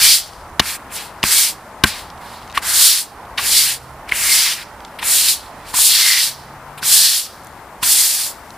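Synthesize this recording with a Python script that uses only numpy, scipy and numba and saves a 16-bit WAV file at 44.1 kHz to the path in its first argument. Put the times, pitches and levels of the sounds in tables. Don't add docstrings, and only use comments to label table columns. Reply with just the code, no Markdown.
import sys
import numpy as np
from scipy import signal
from scipy.io import wavfile
from scipy.ndimage import uniform_filter1d
from numba import njit

SR = 44100
rng = np.random.default_rng(int(sys.argv[2]) if len(sys.argv) > 2 else 0)


def linear_from_db(decibels):
    return 10 ** (np.asarray(decibels, float) / 20)


def master(y):
    cut = np.clip(np.atleast_2d(y).T, -1, 1)
    pcm = np.round(cut * 32767)
    wavfile.write(sys.argv[1], SR, pcm.astype(np.int16))


N = 377937


def level(x, db):
    return x * linear_from_db(db) / np.sqrt(np.mean(x ** 2))


def band(x, hz, width):
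    return signal.lfilter(*signal.iirpeak(min(hz, .45 * SR), hz / width, fs=SR), x)


def double_band(x, hz, width):
    return band(band(x, hz, width), hz, width)


def high_pass(x, order, hz):
    return signal.sosfilt(signal.butter(order, hz, "high", fs=SR, output="sos"), x)


def walk(rate):
    knots = rng.standard_normal(int(N / SR * rate) + 3)
    fine = np.convolve(np.repeat(knots, 8), np.bartlett(17) / 8, "same")
    return 1.3 * np.interp(np.arange(N) * (8 * rate / SR), np.arange(len(fine)), fine)


def stereo(mid, side_db, above_hz):
    sway_hz = above_hz / 12 * (1 + .3 * walk(30))
    sway = np.sin(2 * np.pi * np.cumsum(sway_hz) / SR)
    side = high_pass(mid * sway * np.sqrt(2), 6, above_hz)
    return linear_from_db(side_db) * side * np.array([[1], [-1]])


def whine():
    # f/Hz, level/dB
    lines = [
        (9001, -65),
        (13404, -60.5),
    ]
    t = np.arange(N) / SR
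    low, high = [linear_from_db(db + 1.5 * walk(20)) * np.sin(2 * np.pi * hz * t) for hz, db in lines]
    return linear_from_db(2.5) * low + (t > 6.3) * linear_from_db(-3) * high


def road(duck_db):
    # f/Hz, spectral level/dB per Hz
    spectrum = [(15, -38), (25, -9), (50, 3), (101, -2), (140, -4), (173, -3.5), (495, -7), (895, 2.5),
                (1490, -8), (1650, -1.5), (2420, -42.5), (3170, -26), (8350, -28.5), (13900, -24),
                (15500, -41)]
    # t/s, level/dB
    traffic = [
        (0, 11.5),
        (.6, -1.5),
        (2, -0.3),
        (3.7, 1),
        (4.6, -0.7),
        (5.6, 0.5),
        (6, -1.5),
        (7.8, -2),
        (8.57, -3),
    ]
    road_hz, road_db = np.transpose(spectrum)
    busy_db = np.interp(np.arange(N) / SR, *np.transpose(traffic))
    rumble_db = 1.8 * duck_db + 1.8 * busy_db
    roar_db = 0.18 * duck_db + 0.8 * busy_db / 2
    rumble_db, roar_db = rumble_db - rumble_db.mean(), roar_db - roar_db.mean()
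    out = 0
    for hz in 28 * 2 ** np.arange(0, 9.2, .5):
        noise = double_band(rng.standard_normal(N), hz, hz / 1.7)
        swell_db = rumble_db if hz < 100 else roar_db * (hz < 1400)
        band_db = np.interp(np.log(hz), np.log(road_hz), road_db)
        out = out + linear_from_db(band_db + swell_db + 1.1 * walk(5)) * noise
    out = level(out, -36.5)
    return out + stereo(out, side_db=-2.5, above_hz=2530) + stereo(out, side_db=-16.5, above_hz=15)


def engine():
    # t/s, firing tone f/Hz, level/dB
    engines = [
        [(3.45, 124, -53), (3.518, 127, -59), (3.962, 131.6, -38.5), (4.05, 125, -51)],
        [(5.9, 129.6, -57), (6.082, 131.8, -56), (6.37, 136.5, -46), (6.636, 143.3, -47.5),
         (7.198, 151.7, -48.5), (7.3, 154, -55)],
    ]
    out, t = 0, np.arange(N) / SR
    for s, hz, db in map(np.transpose, engines):
        fade = np.clip(np.minimum(t - s[0], s[-1] - t) / 0.18, 0, 1)
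        phase = 2 * np.pi * np.cumsum(np.interp(t, s, hz) + 1.38 * walk(15)) / SR
        out = out + fade * linear_from_db(np.interp(t, s, db) + 1.5) * np.sin(phase)
    return out


def ticks():
    # t/s, peak level/dB, f/Hz
    drops = [(0.3336, -33, 4063), (2.1016, -25, 3400), (2.177, -33, 3500), (2.2165, -36, 3490),
             (2.424, -31, 3220), (2.4314, -31, 3320), (2.4763, -32, 3200), (2.499, -26, 3260),
             (2.5064, -26, 3000), (2.5157, -32, 4870), (2.5257, -27, 3480), (3.252, -36, 3170),
             (4.8047, -30.5, 3700), (4.849, -24, 3540), (4.88, -38, 3070), (5.464, -30, 3510),
             (7.3964, -43, 3100), (7.4354, -36, 6420), (7.446, -30, 10200), (7.4699, -29, 8140),
             (7.5264, -40, 4120), (7.5557, -45, 9000), (8.505, -27.5, 4970)]
    out, t = np.zeros(N + 1024), np.arange(1024) / SR
    for s, db, hz in drops:
        burst = rng.standard_normal(len(t)) * linear_from_db(-60 * t / .012)
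        tick = double_band(burst, hz, hz)
        out[int(s * SR):][:len(t)] += linear_from_db(db) * tick / np.abs(tick).max()
    return out[:N]


def slaps():
    # t/s, peak level/dB, length/s, centre f/Hz, spray level/dB
    smacks = [(0.595, 3, 0.012, 3400, -8.5), (1.229, -3.5, 0.0093, 2960, -29),
              (1.2377, -1, 0.0046, 2620, -4.5), (1.837, 8, 0.0075, 3300, -9), (1.840, -3, .012, 1480, -7),
              (2.545, -22, 0.024, 2400, -12), (2.574, -6, 0.013, 2920, -6), (3.375, -7.5, 0.031, 2750, -13),
              (3.387, -12.5, 0.03, 1340, -17), (4.091, -17.5, 0.01, 2160, -13),
              (4.113, -12.5, 0.03, 2330, -7), (4.986, -18.5, 0.034, 2510, -11),
              (5.0260, -12, 0.013, 2410, -13), (5.74, -21, 0.033, 2720, 7), (6.775, -25, 0.036, 3000, -0.5),
              (6.829, -30, 0.019, 2900, -7), (7.827, -11, 0.029, 3150, 3)]
    out, t = np.zeros(N + 8192), np.arange(8192) / SR
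    for s, db, length, hz, spray_db in smacks:
        push = rng.standard_normal(len(t)) * (t / length) * np.exp(-5 * t / length)
        slap = double_band(push, hz, hz)
        spray = band(push, 9100, 4700)
        burst = slap / np.abs(slap).max() + linear_from_db(spray_db) * spray / np.abs(spray).max()
        out[int(s * SR):][:len(t)] += linear_from_db(db) * burst
    return out[:N]


def head_knocks():
    # f/Hz, level/dB, decay t60/s
    modes = [(91, -11, 0.18), (146, 1, 0.046), (211, -3.5, 0.09), (296, 4, 0.027), (357, 0.5, 0.046),
             (456, -1.5, 0.025), (600, -8, 0.039), (1062, 11.5, 0.022), (1560, -6.5, 0.058),
             (2150, -11.5, 0.036)]
    # t/s, peak level/dB, ring f/Hz, decay t60/s, thud level/dB
    clacks = [(0.5953, -4, 1770, 0.01, -41), (0.5991, -2, 820, 0.0036, -5), (1.2329, -21, 3080, 0.011, -21),
              (1.2380, -8.5, 940, 0.0059, -8), (1.8389, -6.5, 1560, 0.04, 3.3),
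              (1.8403, -6, 1040, 0.0092, -30), (1.857, -34, 1200, .02, -20), (2.5722, -9, 1840, 0.011, -30),
              (2.5760, -2.5, 1124, 0.017, -28), (3.3920, -19, 1100, 0.031, -31),
              (4.1215, 1.5, 2150, 0.01, -23.5), (5.0290, -17, 970, 0.02, -29),
              (5.7400, -18, 1010, 0.043, -24), (5.7880, -20.5, 1000, 0.021, -36),
              (6.828, -17, 1520, 0.022, -25), (7.8280, -20, 1020, 0.072, -22),
              (7.833, -18, 1390, 0.023, -47), (3.3830, -30, 2220, .02, -29)]
    out, t = np.zeros(N + 8192), np.arange(8192) / SR
    thud = sum(linear_from_db(db) * np.sin(2 * np.pi * hz * t) * linear_from_db(-60 * t / t60) for hz, db, t60 in modes)
    thud = high_pass(thud, 3, 55)
    thud = linear_from_db(2.5) * thud / np.abs(thud).max()
    for s, db, hz, t60, thud_db in clacks:
        soft_start = np.minimum(t / 0.00087, 1)
        ring = np.sin(2 * np.pi * hz * t) * linear_from_db(-60 * t / t60) * soft_start
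        out[int(s * SR):][:len(t)] += linear_from_db(db) * ring / np.abs(ring).max() + linear_from_db(thud_db) * thud
    return out[:N]


@njit
def svf(x, g, k):
    y, b, l = np.empty(len(x)), 0., 0.
    for i in range(len(x)):
        v = (b + g[i] * (x[i] - l)) / (1 + g[i] * (g[i] + k[i]))
        b, l, y[i] = 2 * v - b, l + 2 * g[i] * v, k[i] * v
    return y


def snaps(per_s, spread_db):
    go = rng.random(N) < per_s / SR
    size_db = spread_db * np.minimum(rng.exponential(size=N), 4)
    return go * rng.choice([-1., 1.], N) * linear_from_db(size_db)


def bristles(centre, modes, per_s, spread_db, patchy_db):
    clicks, ring = snaps(per_s, spread_db), 0
    for place, width, db in modes:
        hz = place * centre
        clicks = np.roll(clicks, 50021)
        g, k = np.tan(np.pi * hz / SR), 1.5 * width / hz
        tone = svf(svf(clicks, g, k), g, k)
        ring = ring + linear_from_db(db + patchy_db * walk(35)) / np.sqrt(width) * tone
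    return level(ring, 0)


def singing():
    # t/s, length/s, start f/Hz, end f/Hz, level under the scrub/dB
    notes = [
        (0.0, 0.12, 2350, 2280, -11.5),
        (1.28, 0.35, 2250, 2280, -14),
        (3.44, 0.26, 2200, 2130, -15),
        (4.13, 0.4, 2200, 2150, -9.5),
        (5.998, .23, 2150, 1910, -8),
        (6.93, 0.19, 1630, 1900, -19.5),
        (7.9, 0.22, 2110, 1970, -19),
    ]
    t, (s, length, hz0, hz1, db) = np.arange(N) / SR, np.transpose(notes)
    hz = np.interp(t, np.ravel([s, s + length], "F"), np.ravel([hz0, hz1], "F"))
    swell = 0
    for start, last, note_db in zip(s, length, db):
        swell = swell + linear_from_db(note_db) * np.sin(np.pi * np.clip((t - start) / last, 0, 1)) ** 0.52
    return swell * bristles(hz, [(1, 150, 0)], per_s=3000, spread_db=3, patchy_db=1.5)


def motion():
    # touch t/s, rise/s, hold/s, lift/s, sag over the hold/dB
    strokes = [(0.0, .045, .073, .112, 1), (.613, .068, .071, .029, 6), (.897, .068, .024, .143, 4),
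               (1.243, .148, .09, .067, 8), (1.854, .025, .049, .188, 7), (2.212, .14, .048, .17, 4),
               (2.543, .014, .014, .045, 1), (2.625, .23, .131, .08, 11), (3.385, .19, .141, .076, 9),
               (4.08, .012, .014, .035, 5), (4.127, .243, .127, .115, 6), (4.57, .02, .036, .02, 0),
               (5.02, .1, .165, .111, -5), (5.6, .103, .012, .03, 2), (5.742, .13, .051, .048, 3),
               (5.9, .063, .241, .15, 1.5), (6.83, .109, .203, .15, 5), (7.83, .1, .305, .116, 9)]
    # peak level/dB, drop at touch/dB, wet hiss at touch/dB, wet hiss at lift/dB, head drag/dB
    pushes = [(-10.5, 9, 1, -1.3, -11), (-28, 12, 0.7, 5.5, -0.5), (-29, 29, 13, -1.8, -10.5),
              (-15.5, 10, 4.5, 2.5, -9), (-24, 11, 5, -6.5, -0.5), (-42.5, 7.5, 1, -7, 2),
              (-32.5, 16, -1, -2, -2.5), (-12, 19.5, 5, 1, -13.5), (-13.5, 18, 3, 0.5, -12.5),
              (-36.5, 18, -13, -2, 0), (-15, 19.5, 9.5, -4, -10), (-37, 6, 0.7, -5, 3),
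              (-20.5, 17, 10.5, 0.5, -10.5), (-38, 24, -7, 2, -7), (-15.5, 10, 9.5, 4, -12.5),
              (-14.5, 5, -1, -2, -9.5), (-13.5, 15, 6.5, -0.5, -16.5), (-17, 7.5, 7, 4, -11.5)]
    # scrub f/Hz, drag f at touch/Hz, drag f at lift/Hz, drag gained/dB
    bends = [(4660, 2100, 2640, 0.3), (4370, 1700, 2030, -3.5), (4370, 1900, 2400, 5.5),
             (4680, 1780, 2550, -4.3), (4200, 1800, 1900, -9.3), (4060, 1500, 1600, -8),
             (4200, 2000, 1950, 9.5), (4430, 1500, 2040, -5.5), (4420, 2100, 2170, -2.1),
             (4400, 1800, 2000, -3), (4740, 2140, 2260, 1.6), (4160, 1600, 1900, -1),
             (4300, 1940, 2210, 1.8), (4330, 2100, 2100, -1), (4300, 1540, 3050, -2.5),
             (4500, 2100, 2200, -1.4), (4530, 1830, 2280, -0.5), (4650, 2000, 2150, -6.3)]
    t = np.arange(0, N / SR, .001)
    touch, rise, hold, lift, sag = np.transpose(strokes)[:, :, None]
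    peak, under, wet0, wet1, drag = np.transpose(pushes)[:, :, None]
    scrub_hz, drag0, drag1, gained = np.transpose(bends)[:, :, None]

    def part(start, length):
        return np.clip((t - start) / length, 0, 1)

    def fine(v):
        return np.interp(np.arange(N) / SR, t, v)

    leave = touch + rise + hold
    light = under * (1 - part(touch, rise)) ** 1.3 + sag * part(touch + rise, hold) ** 1.15
    way, off = part(touch, rise + hold), part(leave, lift)
    landing = 1500 * np.maximum(touch - t, 0)
    draining = 118 * np.maximum(t - leave - lift, 0)
    fall = landing + light + 24 * off ** 1.4 + draining
    power = linear_from_db(peak - np.minimum(fall, 200)) ** 2
    share = power / power.sum(axis=0)
    hiss_db = wet0 * part(touch, 0.029) + (wet1 - wet0) * way
    hiss_db = hiss_db + 4 * np.sin(np.pi * off) - 2 * off ** 2
    drag_db = drag + gained * way + np.minimum(0.92 * light, 21)
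    colour = hiss_db, drag_db, scrub_hz, drag0 + (drag1 - drag0) * way
    resting = linear_from_db(-62.5 + 3.5 * walk(16))
    gain = np.hypot(fine(np.sqrt(power.sum(axis=0))), resting)
    return gain, *(fine((share * c).sum(axis=0)) for c in colour)


def broom():
    # f over the moving centre, width/Hz, level/dB
    scrub_modes = [
        (.76, 1150, 5),
        (0.998, 1260, 9.5),
        (1.22, 1020, 3.5),
    ]
    # f/Hz, width/Hz, level/dB
    hiss_modes = [
        (7480, 2400, 6),
        (9450, 3750, 10),
        (13100, 12000, 10),
        (13700, 4800, -9.5),
    ]
    # f over the moving centre, width/Hz, level/dB
    drag_modes = [
        (.58, 644, 4.1),
        (.8, 506, 10.2),
        (1.05, 740, 13.5),
        (1.3, 614, 11.1),
    ]
    gain, hiss_db, drag_db, scrub_hz, drag_hz = motion()
    judder = linear_from_db(.7 * walk(60) + .6 * walk(22))
    scrub = bristles(scrub_hz, scrub_modes, per_s=10000, spread_db=2.5, patchy_db=.9)
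    hiss = linear_from_db(hiss_db) * bristles(np.ones(N), hiss_modes, per_s=20000, spread_db=1.5, patchy_db=.7)
    drag = bristles(drag_hz, drag_modes, per_s=8000, spread_db=2.5, patchy_db=1.2)
    tips = high_pass(scrub + hiss, 4, 2400)
    head = high_pass(drag, 4, 750)
    return gain * judder * (tips + linear_from_db(drag_db) * head + singing())


def scene():
    near = broom() + slaps() + head_knocks() + ticks()
    loud = uniform_filter1d(np.clip(near, -1, 1) ** 2, 14001, origin=7000)
    duck = (1 + (loud / linear_from_db(-13) ** 2) ** 2) ** -.4
    near = near + linear_from_db(-18) * np.pad(near, (int(.0043 * SR), 0))[:N]
    wide = stereo(near, side_db=-6.5, above_hz=4700)
    far = road(20 * np.log10(duck)) + engine()
    return near + wide + duck * far + whine()


def low_pass(x):
    return signal.sosfilt(signal.butter(12, 16290, fs=SR, output="sos"), x)


def record(dry):
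    left = linear_from_db(0.7) * signal.lfilter([1 - .14, .14], [1], dry[0])
    top_cut = signal.ellip(10, .2, 70, 15350, fs=SR, output="sos")
    dull = signal.sosfilt(top_cut, [left, dry[1]])
    return low_pass(np.clip(dull, -1, 1))


dry = scene()
out = record(dry)
master(out)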